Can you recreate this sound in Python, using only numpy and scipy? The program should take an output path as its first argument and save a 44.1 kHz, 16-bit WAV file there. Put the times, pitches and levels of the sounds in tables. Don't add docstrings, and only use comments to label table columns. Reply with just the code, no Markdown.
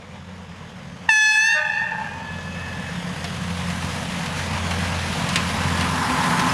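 import sys
import numpy as np
from scipy import signal
from scipy.io import wavfile
from scipy.ndimage import uniform_filter1d

SR = 44100
rng = np.random.default_rng(int(sys.argv[2]) if len(sys.argv) > 2 else 0)


def bounce(signal):
    frames = np.transpose(np.atleast_2d(signal))
    limited = np.clip(frames, -1, 1)
    pcm = np.round(limited * 32767).astype(np.int16)
    wavfile.write(sys.argv[1], SR, pcm)


N = 287973

# multiple of the pitch, level/dB
HORN_OVERTONES = [(1, -18), (2, 0), (3, -6), (4, -15), (5, -17), (6, -22), (7, -17), (8, -36), (9, -26),
                  (10, -32), (11, -32), (12, -37), (13, -45), (14, -43), (15, -58), (16, -56)]
# multiple of a third of the pitch, level/dB
HORN_LOW_NOTE = [(2, -5), (4, -8), (5, -0.5), (7, -14), (8, -14)]
# delay/s, pitch factor, level/dB
WALL_ECHOES = [(.045, 1.0, -21), (.3, .93, -34), (.27, .998, -18), (.6, .925, -36), (1.1, .998, -38),
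               (1.3, .998, -40), (1.5, .997, -44)]
# pitch factor, level/dB
SCATTERED_ECHOES = [(.998, -19), (.985, -23), (.972, -23), (.95, -26)]
# f/Hz, t60/s
YARD_DECAY = [(400, 0.83), (900, 1.35), (1700, 0.79), (3000, 0.71), (6000, 0.55), (12000, 0.6)]
# t/s, firing tone level/dB, second order level/dB
ENGINE_TONES = [(0, -49.5, -47), (2, -44.5, -45), (2.7, -40.5, -42), (3.6, -38, -34), (4.6, -33, -38.5),
                (5.7, -31, -34), (6.5, -49.5, -34.5)]
# multiple of the full cycle of six firings, level/dB when near
CYCLE_LINES = [(5, -47), (7, -70), (9, -39.5), (10, -38), (11, -45), (13, -47), (15, -41), (18, -42.5),
               (34, -43)]
CYLINDER_KICKS = [1, -2, 11, -7, 10, -8]
# f/Hz, relative level/dB per Hz
RUMBLE_SHAPE = [(12, -48), (20, -29), (53, -34), (68, -3), (81, -0.5), (113, 1), (177, 10.5), (225, -1),
                (259, -8.5), (309, -25), (420, -7.5), (550, -36), (920, -120)]
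# t/s, roar level/dB (3-9 kHz), nearness 0-1, rail ring level/dB before rolling() widens its swing
WHEELS = [(0, -53.5, 0.38, -58), (1.05, -51, 0.42, -59), (2.3, -46.5, 0.44, -39), (3.1, -41, 0.56, -48),
          (3.8, -38, 0.69, -35.5), (4.5, -36, 0.58, -47), (5.4, -33.5, 0.66, -29.5),
          (5.9, -34, 0.71, -26.5), (6.25, -34, 0.76, -23), (6.53, -32.5, 0.7, -24)]
# f/Hz, relative level/dB per Hz
FAR_ROAR = [(160, -42), (280, -23), (488, -2), (530, -7), (694, -11.5), (908, -11), (1090, -12),
            (1170, -14.5), (3050, -23.5), (4410, -33), (6600, -36), (8350, -48), (15600, -71.5)]
# f/Hz, relative level/dB per Hz
NEAR_ROAR = [(160, -36), (280, 11.5), (366, -49), (488, -8), (577, -9), (1000, -5), (1430, -9), (1640, -4),
             (2710, -6), (8070, -15.5), (10200, -8.5), (13100, -31.5), (15600, -42)]
# t/s, spacing of the peaks f/Hz, full depth level/dB
GROUND_COMB = [(0, 1780, 1), (1, 1570, 1.4), (2, 1500, 1.2), (2.45, 1620, 2), (2.85, 1690, 2.4),
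               (3.3, 1620, 2), (3.5, 1600, 0)]
# f/Hz, width f/Hz, relative level/dB
RAIL_MODES = [(253.2, 7.4, 1.5), (367, 55, -8.5), (471, 5.5, -23), (872, 100, 2.5), (1029, 40, 3.5),
              (1260, 270, 2.5), (1680, 170, 0)]
# t/s, burst level/dB before a 12 dB cut, knock level/dB before the decay
JOINT_CLACKS = [(2.595, -31, -39), (3.242, -16, -30), (3.7, -20.5, -33), (4.26, -17.5, -39.5),
                (4.7094, -15.5, -33), (5.2898, -13.5, -30), (5.3575, -4, -44), (5.4892, -22, -28.5),
                (5.8094, -13, -30), (6.2394, -19, -34), (6.3939, -10.5, -42)]
# t/s, peak level/dB, f/Hz
METAL_SQUEAKS = [(3.6702, -38, 5250), (6.0364, -33, 5150), (6.2, -33, 5400), (6.486, -27, 5170)]

BLAST_S, SAG_S, CLOSE_S, END_S = 1.082, 1.40, 1.54, 1.74
ATTACK_S, SETTLE_S, SETTLE_DB = .0095, .016, -7.5
HOLD_DB, SAG_DB_PER_S, RELEASE_DB = 2, -35, -31
HOLD_HZ, OVERSHOOT_HZ, OVERSHOOT_S = 861.5, 75, .017
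BEND_HZ, BEND_MID_S, BEND_S = 51, 1.46, .06
LOW_SHARE, LOW_RISE_S = .9, .04
DIP_S, DIP_WIDTH_S, DIP_DB = 1.345, .028, -11
POP_DB, POP_S = 12, .012
FIRING_HZ, DROP_HZ_PER_S = 89.25, .45
BEAT_PER_S, BEAT_QUIET_S, BEAT_SHARE = .905, 4.17, .6
RUMBLE_DB, RUMBLE_FOLLOWS = -28.5, 0.61
CLACK_HZ, CLACK_T60_S = 2230, 0.14
SQUEAK_S = 0.025
EDGE_HZ = 15700


def blast(t):
    since = np.maximum(t - BLAST_S, 0)
    overshoot_hz = OVERSHOOT_HZ * np.exp(-since / OVERSHOOT_S)
    bend_hz = BEND_HZ * (1 + np.tanh((t - BEND_MID_S) / BEND_S)) / 2
    attack_db = -40 * (1 - np.minimum(since / ATTACK_S, 1) ** 2)
    settle_db = SETTLE_DB * np.exp(-np.maximum(since - ATTACK_S, 0) / SETTLE_S)
    sag_db = SAG_DB_PER_S * np.clip(t - SAG_S, 0, END_S - SAG_S)
    closing = np.clip((t - CLOSE_S) / (END_S - CLOSE_S), 0, 1)
    level_db = HOLD_DB + attack_db + settle_db + sag_db + RELEASE_DB * closing ** 1.5
    low = LOW_SHARE * (1 - np.exp(-np.maximum(t - CLOSE_S, 0) / LOW_RISE_S))
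    dip_db = DIP_DB * np.exp(-((t - DIP_S) / DIP_WIDTH_S) ** 2)
    return HOLD_HZ + overshoot_hz + bend_hz, level_db, low, dip_db


def horn(delay, factor, beam, dull_db, base_db, shimmer_db):
    t = BLAST_S + (np.arange(N) / SR - BLAST_S - delay) * factor
    hz, level_db, low, dip_db = blast(t)
    turns = 2 * np.pi * np.cumsum(hz * factor) / SR
    rush_band = signal.butter(3, [1100, 7500], "bandpass", fs=SR, output="sos")
    out = gain_of(-22.5) * signal.sosfilt(rush_band, rng.standard_normal(N))
    pop_db = beam * POP_DB * np.exp(-np.maximum(t - BLAST_S - ATTACK_S, 0) / POP_S)
    slack_db = .35 * np.maximum(-level_db, 0)
    for k, db in HORN_OVERTONES:
        shimmer = np.minimum(k, 5) * np.tanh(wander(.04))
        tone_db = db - (dull_db + slack_db) * (k - 2)
        tone_db = tone_db + (base_db + pop_db) * (k == 1) + beam * dip_db * (k == 2)
        out += gain_of(tone_db + shimmer_db * shimmer) * np.sin(k * turns + .6 * k * k)
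    for k, db in HORN_LOW_NOTE:
        low_db = db - 10 * (1 - beam) + 3 * np.tanh(wander(.015))
        out += low * gain_of(low_db) * np.sin(k * turns / 3)
    return out * gain_of(level_db) * (t > BLAST_S) * (t < END_S)


def wall_echoes():
    out = np.zeros(N)
    for delay, factor, db in WALL_ECHOES:
        echo = horn(delay, factor, 0, dull_db=3, base_db=-3, shimmer_db=1.5)
        out += gain_of(db) * smeared(echo, .6 * delay)
    return out


def scattered_echoes():
    out = np.zeros(N)
    for factor, db in SCATTERED_ECHOES:
        out += gain_of(db) * yard(horn(0, factor, 0, dull_db=.8, base_db=2, shimmer_db=1.5))
    return out


def smeared(x, t60):
    t = np.arange(SR // 2) / SR
    taps = rng.standard_normal(len(t)) * gain_of(-60 * t / t60)
    return signal.fftconvolve(x, taps / np.linalg.norm(taps))[:N]


def yard(x):
    taps = np.zeros(3 * SR)
    at = np.arange(1200, 3 * SR - 60, 60)
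    taps[at + rng.integers(0, 60, len(at))] = rng.choice([-1., 1.], len(at))
    hz, t, z = signal.stft(taps, SR, nperseg=256)
    decay = gain_of(-60 * t / read(YARD_DECAY, hz)[:, None])
    build_up = np.tanh(t / .25) ** 2
    tail = signal.istft(z * decay * build_up, SR, nperseg=256)[1]
    return signal.fftconvolve(x, tail / np.linalg.norm(tail))[:N]


def engine():
    t = np.arange(N) / SR
    first_db, second_db = curves(ENGINE_TONES, t)
    roar_db = curves(WHEELS, t)[0]
    near_db = RUMBLE_FOLLOWS * (roar_db - roar_db.max())
    hz = FIRING_HZ - DROP_HZ_PER_S * t
    turns = np.cumsum(hz * (1 + 0.00389 * wander(0.0898))) / SR
    other = turns + BEAT_PER_S * (t - BEAT_QUIET_S) + .5
    out = np.zeros(N)
    for k, db in enumerate([first_db, second_db], start=1):
        pair = np.sin(2 * np.pi * k * turns) + BEAT_SHARE * np.sin(2 * np.pi * k * other)
        out += np.sqrt(2) * gain_of(db) * pair
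    for k, db in CYCLE_LINES:
        line_db = db + 1.35 * near_db + 2.2 * wander(0.3)
        out += gain_of(line_db) * np.sin(2 * np.pi * k * turns / len(CYLINDER_KICKS))
    cylinder = turns.astype(int) % len(CYLINDER_KICKS)
    kick = np.array(gain_of(CYLINDER_KICKS))[cylinder] * np.exp(-(turns % 1))

    def colour(f, t):
        return read(RUMBLE_SHAPE, f) - 60 * (f > RUMBLE_SHAPE[-1][0]) + 0 * t

    rumble = noise(colour, patchy_db=.8, flicker_db=0.5)
    return out + gain_of(RUMBLE_DB + near_db) * evened(rumble), kick


def rolling(kick):
    roar_db, _, ring_db = curves(WHEELS, np.arange(N) / SR)

    def colour(f, t):
        near = np.clip(curves(WHEELS, t)[1], 0, 1)
        spacing_hz, depth_db = curves(GROUND_COMB, t)
        comb_db = depth_db * np.cos(2 * np.pi * f / spacing_hz) * np.clip(f / 4000, 0, 1)
        blend_db = (1 - near) * read(FAR_ROAR, f) + near * read(NEAR_ROAR, f)
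        return blend_db - 40 * (f < 260) + comb_db

    roar = noise(colour, patchy_db=1.0, flicker_db=.6) * (1 + .12 * kick)
    roar *= gain_of(roar_db) / band_rms(roar, 3000, 9000, .5)
    ring = np.zeros(N)
    for hz, width, db in RAIL_MODES:
        ring += gain_of(db) * evened(resonate(rng.standard_normal(N), hz, width))
    ring_db = ring_db + 0.62 * (ring_db - ring_db.max())
    flutter_db = 1.2 * wander(.04)
    return roar + gain_of(ring_db + 1.5 + flutter_db) * evened(mid_range(ring))


def joints():
    out, t = np.zeros(N), np.arange(6000) / SR
    envelope = gain_of(-60 * t / CLACK_T60_S) * np.tanh(t / 0.00058)
    for s, db, knock_db in JOINT_CLACKS:
        burst = rng.standard_normal(len(t))
        bright = evened(resonate(resonate(burst, 4500, 6000), 4500, 7000))
        tick = 1.1 * bright * np.exp(-t / 0.004)
        body = evened(resonate(resonate(burst, CLACK_HZ, 2900), CLACK_HZ, 3100))
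        knock = gain_of(knock_db) * np.sin(2 * np.pi * 700 * t)
        add(out, s, envelope * (gain_of(db - 12.0) * (body + tick) + knock))
    return out


def squeaks():
    out, t = np.zeros(N), np.arange(0, SQUEAK_S, 1 / SR)
    for s, db, hz in METAL_SQUEAKS:
        add(out, s, gain_of(db) * np.hanning(len(t)) * np.sin(2 * np.pi * hz * t))
    return out


def mid_range(x):
    return signal.sosfilt(signal.butter(3, [150, 10500], "bandpass", fs=SR, output="sos"), x)


def noise(shape_db, patchy_db, flicker_db):
    frames, hz = N // 256 + 5, np.fft.rfftfreq(1024, 1 / SR)[:, None]
    a, b, patches = rng.standard_normal((frames, 513, 3)).T
    patches = uniform_filter1d(uniform_filter1d(patches, size=12, axis=0), size=14, axis=1)
    flicker = evened(uniform_filter1d(rng.standard_normal(frames), size=8))
    shape = gain_of(shape_db(hz, np.arange(frames) * 256 / SR))
    motion = gain_of(patchy_db * evened(patches) + flicker_db * flicker)
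    return signal.istft((a + 1j * b) * shape * motion, nperseg=1024, noverlap=768)[1][:N]


def wander(smooth_s):
    size, steps = round(smooth_s * 1000), N * 1000 // SR + 2
    drift = uniform_filter1d(uniform_filter1d(rng.standard_normal(steps), size), size)
    return np.interp(np.arange(N) * 1000 / SR, np.arange(steps), evened(drift))


def resonate(x, hz, width):
    r = np.exp(-np.pi * width / SR)
    return 2 * signal.lfilter([1 - r], [1, -r * np.exp(2j * np.pi * hz / SR)], x).real


def band_rms(x, lo_hz, hi_hz, smooth_s):
    band = signal.sosfilt(signal.butter(4, [lo_hz, hi_hz], "bandpass", fs=SR, output="sos"), x)
    return np.sqrt(uniform_filter1d(band ** 2, round(smooth_s * SR)) + 1e-20)


def gain_of(db):
    return 10 ** (np.asarray(db) / 20)


def evened(x):
    return x / np.sqrt(np.mean(x ** 2) + 1e-20)


def read(points, hz):
    f, value = np.transpose(points)
    return np.interp(np.log(hz + 1), np.log(f + 1), value)


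def curves(table, t):
    s, *columns = np.transpose(table)
    return [np.interp(t, s, c) for c in columns]


def add(mix, s, sound):
    part = mix[round(s * SR):][:len(sound)]
    part += sound[:len(part)]


def scene():
    direct = horn(0, 1, beam=1, dull_db=0, base_db=0, shimmer_db=.9)
    echoes = wall_echoes() * (1 + .12 * wander(.012))
    scattered = scattered_echoes() * (1 + .25 * wander(.003))
    drone, kick = engine()
    wheels = rolling(kick) + mid_range(joints()) + squeaks()
    return (direct + echoes + scattered + drone + wheels)[None]


def record(dry):
    power_db = 10 * np.log10(signal.lfilter([.004], [1, -.996], dry[0] ** 2) + 1e-12)
    fall_db = np.arange(N) * 33.0 / SR
    held_db = np.maximum.accumulate(power_db + fall_db) - fall_db
    over_db = np.maximum(held_db + 17, 0)
    ducked = dry / gain_of(.92 * signal.lfilter([.012], [1, -.988], over_db))
    lowpass = signal.firwin(511, EDGE_HZ, window=("kaiser", 9), fs=SR)
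    return signal.oaconvolve(ducked, lowpass[None], "same")


dry = scene()
out = record(dry)
bounce(out)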